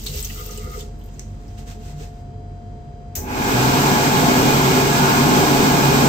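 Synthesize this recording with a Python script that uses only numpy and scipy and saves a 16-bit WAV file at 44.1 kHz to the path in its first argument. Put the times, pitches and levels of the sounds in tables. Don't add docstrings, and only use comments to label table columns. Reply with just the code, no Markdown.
import sys
import numpy as np
from scipy import signal
from scipy.fft import rfft, irfft
from scipy.io import wavfile
from scipy.ndimage import uniform_filter1d

SR = 44100
rng = np.random.default_rng(int(sys.argv[2]) if len(sys.argv) > 2 else 0)


def inscribe(sig):
    pcm = np.round(np.clip(np.atleast_2d(sig).T, -1, 1) * 32767)
    wavfile.write(sys.argv[1], SR, pcm.astype(np.int16))


N = 268128
TIME = np.arange(N) / SR
HZ = np.maximum(np.arange(N // 2 + 1) * SR / N, 1)

# (frequency [Hz], relative level [dB])
ROAR_SPECTRUM = [(30, -40), (50, -12), (90, -16), (140, 0), (250, -5.5), (400, -7), (560, -9), (750, -10),
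                 (1100, -15.5), (2500, -42)]
# (frequency [Hz], relative level [dB])
RUSH_SPECTRUM = [(400, -14.5), (700, -3), (1000, -0.5), (1400, -2), (1900, -14), (3000, -26.5)]
# (frequency [Hz], relative level [dB])
JET_SPECTRUM = [(700, -33), (1500, -5.5), (2200, 3), (3500, 0), (6000, -3.5), (9000, -6), (16000, -8)]
# (frequency [Hz], width [Hz], lift [dB])
DRYER_MODES = [(75.4, 14, 4.5), (103, 13, 5.5), (112, 9.1, -6), (147, 14, 0), (160, 14, -4), (202.8, 20, 5),
               (251.2, 39, 10), (299, 28, 6), (343, 19, -3), (385, 32, 9.5), (427.3, 17, 6), (667, 30, 0),
               (696, 4.7, 3), (720, 37, 5), (777, 41, 2.5), (843, 7.7, 9), (885, 36, 5.5), (986, 12, 5),
               (1062, 34, 4.5), (1072, 45, 3), (1270, 12, -14), (1447, 25, 7.5), (1564, 23, 7),
               (1664, 35, 8.5), (2068, 6.9, 7), (2210, 9.2, 10.5), (2390, 270, 3.5)]
# (frequency [Hz], width [Hz], relative level [dB])
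STRAIN_MODES = [(1600, 91, -2), (2200, 230, -8), (2520, 330, -6)]
# (time [s], rush lift [dB], roar lift [dB])
HAND_MOVES = [(3.6, -0.5, -1), (4.2, 0, -0.5), (4.4, -1, 1), (4.65, 1, -1), (4.81, -1.5, 1.5),
              (5.1, 2.5, -2), (5.28, 0, 2), (5.5, -0.5, 0.5), (6.08, -0.5, 1.5)]


def hand_dryer(switch_s=3.155, fan_start_s=3.192, run_up_s=0.157):
    speed = 1 - np.exp(-np.maximum(TIME - fan_start_s, 0) / run_up_s)
    gust = drift(8)
    ripple = tile_ripple(spacing_hz=21.2)
    cupped_db, roar_lift_db, _ = in_time(HAND_MOVES)
    growl = from_db(-33) * np.clip((TIME - switch_s) / 0.022, 0, 1)
    buffeting = from_db(roar_lift_db + 0.94 * drift(6.5))
    roar = np.hypot(growl, speed ** 2.34 * from_db(-17)) * buffeting
    roar = roar * room_noise(lifted(ROAR_SPECTRUM, DRYER_MODES), ripple=ripple)
    rush = speed ** 2.3 * from_db(-20 + cupped_db + 0.46 * gust + 0.61 * drift(3.5))
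    rush = rush * room_noise(lifted(RUSH_SPECTRUM, DRYER_MODES), ripple=ripple)
    jet = speed ** 2.83 * from_db(-22 + 0.33 * gust)
    jet = jet * room_noise(lifted(JET_SPECTRUM, DRYER_MODES), ripple=ripple)
    strain_db = swells(3.31, rise=0.096, hold=0.25, level_db=-33.5, fall=0.38)
    strain = from_db(strain_db) * room_noise(resonant(STRAIN_MODES), ripple=ripple)
    return roar + rush + jet + strain + motor_tone(speed)


def motor_tone(speed, full_hz=138.9, mount_hz=127.6):
    shaft_hz = full_hz * speed
    mount_db = 9.5 * resonance(shaft_hz, mount_hz, width=12.5)
    return speed ** 4.2 * from_db(-28 + mount_db + 1.7 * drift(5.7)) * tone(shaft_hz, wander=0.97)


# (time [s], level [dB])
TAP_FLOW = [(0, -42.5), (.12, -37.5), (.3, -40), (.57, -42), (.66, -47), (.79, -43), (.89, -59), (.95, -70)]
# (time [s], hold [s], splash level [dB], spray level [dB])
HAND_SPLASHES = [(0.065, .01, -33, -45), (.132, 0.072, -34, -34), (0.245, .005, -34, -29),
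                 (0.792, 0.0063, -39, -50)]
# (frequency [Hz], relative level [dB])
SPLASH_SPECTRUM = [(1000, -11.5), (2000, -9), (3000, -4), (5000, -4.5), (8000, -6), (10000, -2.5),
                   (11500, -21)]
# (frequency [Hz], relative level [dB])
SPRAY_SPECTRUM = [(8500, -32), (10500, -0.5), (16000, 2)]
# (time [s], drain level [dB], spout level [dB])
GULPS = [(.1, -47, -55), (.158, -39.5, -60), (.304, -58, -49), (.398, -41, -38), (.508, -37, -41.5),
         (.595, -41, -50), (.625, -46, -42), (.68, -35, -43), (.735, -46, -39), (.77, -37.5, -44),
         (.82, -42, -49), (.855, -45, -57)]
# (frequency [Hz], width [Hz], relative level [dB])
DRAIN_MODES = [(426, 33, 0), (498, 40, -7.5)]
# (frequency [Hz], width [Hz], relative level [dB])
SPOUT_MODES = [(1233, 57, 2.5), (1385, 76, -10), (2060, 310, -14)]


def tap_water():
    flow_db, flowing = in_time(TAP_FLOW)
    cut_s, hold, cut_splash_db, cut_spray_db = np.transpose(HAND_SPLASHES)
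    splash_db = np.maximum(flow_db, swells(cut_s, 0.022, hold, cut_splash_db, fall=0.096))
    steady_spray_db = -35.5 + 1.5 * (flow_db - flow_db.max())
    spray_db = np.maximum(steady_spray_db, swells(cut_s, 0.022, hold, cut_spray_db, fall=0.096))
    gulp_s, gulp_drain_db, gulp_spout_db = np.transpose(GULPS)
    drain_db = gurgle_level(gulp_s, gulp_drain_db, burble_db=-50)
    spout_db = gurgle_level(gulp_s, gulp_spout_db, burble_db=-51)
    ripple = tile_ripple(spacing_hz=60)
    splash = from_db(splash_db) * room_noise(lifted(SPLASH_SPECTRUM), grain_db=2.0, ripple=ripple)
    spray = from_db(spray_db) * room_noise(lifted(SPRAY_SPECTRUM), grain_db=3.5)
    drain = from_db(drain_db + 1.4 * drift(25)) * room_noise(resonant(DRAIN_MODES))
    spout = from_db(spout_db + 2.2 * drift(25)) * room_noise(resonant(SPOUT_MODES))
    return flowing * (splash + spray + drain + spout)


def gurgle_level(gulp_s, gulp_db, burble_db):
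    gulps = swells(gulp_s, rise=0.08, hold=0.0093, level_db=gulp_db, fall=0.075)
    burble = swells(0.38, rise=0.08, hold=0.46, level_db=burble_db, fall=0.075)
    return np.maximum(gulps, burble)


# (time [s], level [dB], ring pitch [Hz])
DROPS_AND_FOOTFALLS = [(.0388, -38, 14400), (0.064, -23.5, 4020), (.0994, -35.5, 4100), (.140, -32, 507),
                       (.145, -43, 2300), (.174, -34, 5560), (.2039, -33, 15000), (0.226, -29.5, 8300),
                       (0.247, -28.5, 6270), (0.2985, -34.5, 2820), (.299, -39, 1990), (.3451, -40, 13600),
                       (0.38, -38.5, 3030), (.394, -37, 14200), (.4618, -35.5, 14500), (.5087, -39, 6050),
                       (.575, -36, 7840), (.576, -40.5, 2800), (.779, -45, 8000), (.8063, -37, 3340),
                       (.8063, -40, 7040), (.9906, -59, 13000), (1.013, -53, 3130), (1.038, -51, 12800),
                       (1.059, -52, 13800), (1.086, -54, 2930), (1.139, -54, 6820), (1.195, -48, 2080),
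                       (1.481, -55, 5420), (1.575, -46, 450), (2.005, -33, 425)]


def drops_and_footfalls(tiles_t60_s=0.068, ring_cycles=30, tick_t60_s=0.025, length=4000):
    out, t = np.zeros((2, N)), TIME[:length]
    puffs = rng.standard_normal((len(DROPS_AND_FOOTFALLS), 2, length))
    for (s, db, hz), puff in zip(DROPS_AND_FOOTFALLS, puffs):
        band = signal.butter(2, [hz * 0.93, min(hz * 1.09, 18000)], "band", fs=SR, output="sos")
        ring_t60_s = tiles_t60_s + ring_cycles / hz
        ring = from_db(-60 * t / ring_t60_s) * rms_one(signal.sosfilt(band, puff))
        tick = from_db(-2 - 60 * t / tick_t60_s) * np.diff(puff, prepend=0) * (hz > 1000)
        start = round(s * SR)
        out[:, start:start + length] += from_db(db) * (ring + tick)
    return out


# (time [s], crack level [dB], tail level [dB], top-end lift [dB])
SNAPS = [(1.194, -31, -45.5, -18), (3.153, -47, -21.5, 1)]
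# (frequency [Hz], relative level [dB])
SNAP_SPECTRUM = [(800, -20), (2000, -2), (3500, -8), (5000, -3), (6200, 7.5), (7500, -1), (16000, 5)]


def snaps(top_end_hz=9500):
    out = 0
    for s, crack_db, tail_db, top_db in SNAPS:
        colour = lifted(SNAP_SPECTRUM) * from_db(top_db * (HZ > top_end_hz))
        envelope = from_db(crack_db) * dying(s, t60=0.017) + from_db(tail_db) * dying(s, t60=0.3)
        out = out + envelope * room_noise(colour)
    return out


# (time [s], pitch [Hz], level [dB], 60 dB decay [s])
KNOCKS = [(0.089, 147, -25, 0.24), (0.149, 72, -21.5, 0.34), (.640, 74, -23, 0.23), (.810, 74.5, -28, 0.27),
          (1.93, 148.2, -28.5, 0.4), (3.175, 79, -18, 0.25)]


def knocks():
    out = 0
    for s, hz, db, t60 in KNOCKS:
        envelope = dying(s, t60) - dying(s, t60=0.035)
        out = out + from_db(db) * envelope * np.sin(2 * np.pi * hz * (TIME - s))
    return out


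# (time [s], rise, sign ignored [s per 20 dB], hold [s], level [dB])
SCUFFS = [(1.004, .1, 1.2, -59), (1.2, -0.9, .03, -54), (1.507, 0.7, 0.086, -55.5),
          (1.584, -0.03, .01, -44.5), (1.68, .035, 0.032, -42.5), (1.865, 0.17, 0.049, -46),
          (2.013, 0.1, 0.026, -43.5)]
# (frequency [Hz], relative level [dB])
SCUFF_SPECTRUM = [(500, 4.5), (1000, 2.5), (2200, 0), (5000, -3), (8000, -3.5), (16000, -13.5)]


def sandals():
    level_db = swells(*np.transpose(SCUFFS), fall=0.1)
    ripple = tile_ripple(spacing_hz=40)
    return from_db(level_db) * room_noise(lifted(SCUFF_SPECTRUM), grain_db=1.0, ripple=ripple)


# (frequency [Hz], relative level [dB])
DUCT_SPECTRUM = [(20, -40), (34, -7.5), (60, -5.5), (110, -6.5), (217, -15), (368, -19.5), (552, -21.5),
                 (800, -29.5), (1500, -35), (4000, -48), (8000, -52), (10000, -64), (16000, -64)]
# (frequency [Hz], width [Hz], lift [dB])
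ROOM_MODES = [(66.5, 9.4, 5), (94.3, 11, 11.5), (118.5, 9.5, -7), (133, 23, 4), (146.3, 9.6, 8),
              (181, 11, -3), (215.5, 16.4, 11), (239, 14, 3), (431.7, 17, 12), (468, 14, -0.5),
              (910, 27, 6.5)]
# (time [s], hum level [dB], whine level [dB])
VENT_LEVELS = [(0, -32.5, -68), (.3, -35.5, -58), (.85, -34, -52), (1.25, -38, -58.5), (1.6, -37, -50),
               (2.4, -40.5, -47), (3.14, -39.5, -46), (3.2, -40, -54), (6.08, -39.5, -58)]
# (frequency [Hz], level [dB])
THIN_TONES = [(3160, -74), (3429, -90), (4043, -78.5), (4570, -87), (4840, -75.5)]


def ventilation(hum_hz=44.8, whine_hz=705):
    hum_db, whine_db, _ = in_time(VENT_LEVELS)
    rumble = from_db(-36 + 0.2 * drift(6.6)) * room_noise(lifted(DUCT_SPECTRUM, ROOM_MODES))
    hum = from_db(hum_db + 0.33 * drift(8.3)) * tone(hum_hz, wander=0.53)
    balance_db = np.array([[3], [-4]])
    whine = from_db(whine_db + balance_db) * tone(whine_hz, wander=0.093)
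    thin = sum(from_db(db) * np.array([tone(hz, wander=0.4), tone(hz, wander=0.4)])
               for hz, db in THIN_TONES)
    return rumble + hum + whine + thin


# (frequency [Hz], left-right likeness [0-1], left phase lead [rad], ripple depth [dB])
ROOM_FIELD = [(40, 0.97, 0, -9), (133, 1, 0, 1.5), (198, 0.91, -0.9, 2.5), (305, 0.85, 0.97, 0.5),
              (425, 0.86, -0.86, 1.5), (596, 0.23, 2.5, 2), (712, 0.65, 0.3, 3), (923, 0.66, 1.74, 2.5),
              (987, 0.8, 2, 1.3), (1340, 0.34, 3, 1), (1610, 0.35, 3.5, 3), (2020, 0.02, 3, 4.5),
              (3980, 0.03, 0.5, 2.5), (9000, 0.01, -1, 1), (12000, 0, 3, 1)]


def room_noise(gain, grain_db=0, ripple=1):
    white = rng.standard_normal((2, N)) * from_db(grain_db * drift(300))
    left, unrelated = rfft(white) * gain
    alike = np.clip(at_hz(ROOM_FIELD), 0, 1)
    lag = np.exp(-1j * at_hz(ROOM_FIELD, column=2))
    right = alike * left * lag + np.sqrt(1 - alike ** 2) * unrelated
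    return rms_one(irfft(np.array([left, right]) * ripple, N))


def tile_ripple(spacing_hz):
    bins = max(round(spacing_hz * N / SR), 1)
    chance = rng.standard_normal((2, len(HZ)))
    smooth = uniform_filter1d(uniform_filter1d(chance, bins), bins)
    return from_db(at_hz(ROOM_FIELD, column=3) * 2 * np.tanh(rms_one(smooth) / 2))


def from_db(db):
    return 10 ** (np.asarray(db) / 20)


def rms_one(x):
    return x / np.sqrt(np.mean(x ** 2) + 1e-20)


def in_time(rows):
    s, *columns = np.transpose(rows)
    gate = np.interp(TIME, [s[0] - 0.03, s[0], s[-1], s[-1] + 0.05], [0, 1, 1, 0])
    return [np.interp(TIME, s, column) for column in columns] + [gate]


def at_hz(points, column=1):
    points = np.array(points)
    return np.interp(np.log(HZ), np.log(points[:, 0]), points[:, column])


def resonance(hz, centre, width):
    return 1 / (1 + (2 * (hz - centre) / width) ** 2)


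def lifted(spectrum, modes=()):
    return from_db(at_hz(spectrum) + sum(db * resonance(HZ, hz, width) for hz, width, db in modes))


def resonant(modes):
    return sum(from_db(db) * resonance(HZ, hz, width) for hz, width, db in modes)


def drift(rate_hz, step=40):
    pole = np.exp(-2 * np.pi * step * rate_hz / SR)
    chance = rng.standard_normal(N // step + 2002)
    slow = signal.lfilter([1], [1, -2 * pole, pole * pole], chance)[2000:]
    return np.interp(np.arange(N) / step, np.arange(len(slow)), rms_one(slow))


def tone(hz, wander):
    phase = 2 * np.pi * np.cumsum(hz * np.ones(N)) / SR
    return np.sqrt(2) * np.sin(phase + wander * drift(3.8))


def dying(s, t60):
    return (TIME >= s) * from_db(-60 * np.maximum(TIME - s, 0) / t60)


def swells(peak_s, rise, hold, level_db, fall):
    t, out = np.arange(0, N + 32, 32) / SR, -200
    for s, rise_s, hold_s, db in np.broadcast(peak_s, rise, hold, level_db):
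        outside = np.maximum((s - t) / abs(rise_s), (t - s - hold_s) / fall)
        out = np.maximum(out, db - 20 * np.maximum(outside, 0))
    return np.interp(TIME, t, out)


def scene():
    return (hand_dryer() + tap_water() + drops_and_footfalls() + snaps() + knocks()
            + sandals() + ventilation())


# (frequency [Hz], left gain [dB], right gain [dB])
PORT_RESPONSE = [(100, 0, 0.5), (1300, 0, -0.5), (2440, -2.5, 0), (5070, -1, 3.5), (6650, 1.5, 4.5),
                 (8020, 6.5, -4.5), (9030, -3.5, -27), (9300, -11, -18), (10630, -7, -19),
                 (11560, -3, -6.5), (13850, 7, -8.5), (16000, -3, -2)]


def record(dry, stopband_hz=16250):
    colour = from_db([at_hz(PORT_RESPONSE, column=1), at_hz(PORT_RESPONSE, column=2)])
    coloured = irfft(rfft(dry) * colour, N)
    lowpass = signal.cheby2(16, 60, stopband_hz, fs=SR, output="sos")
    return signal.sosfilt(lowpass, coloured)


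dry = scene()
out = record(dry)
inscribe(out)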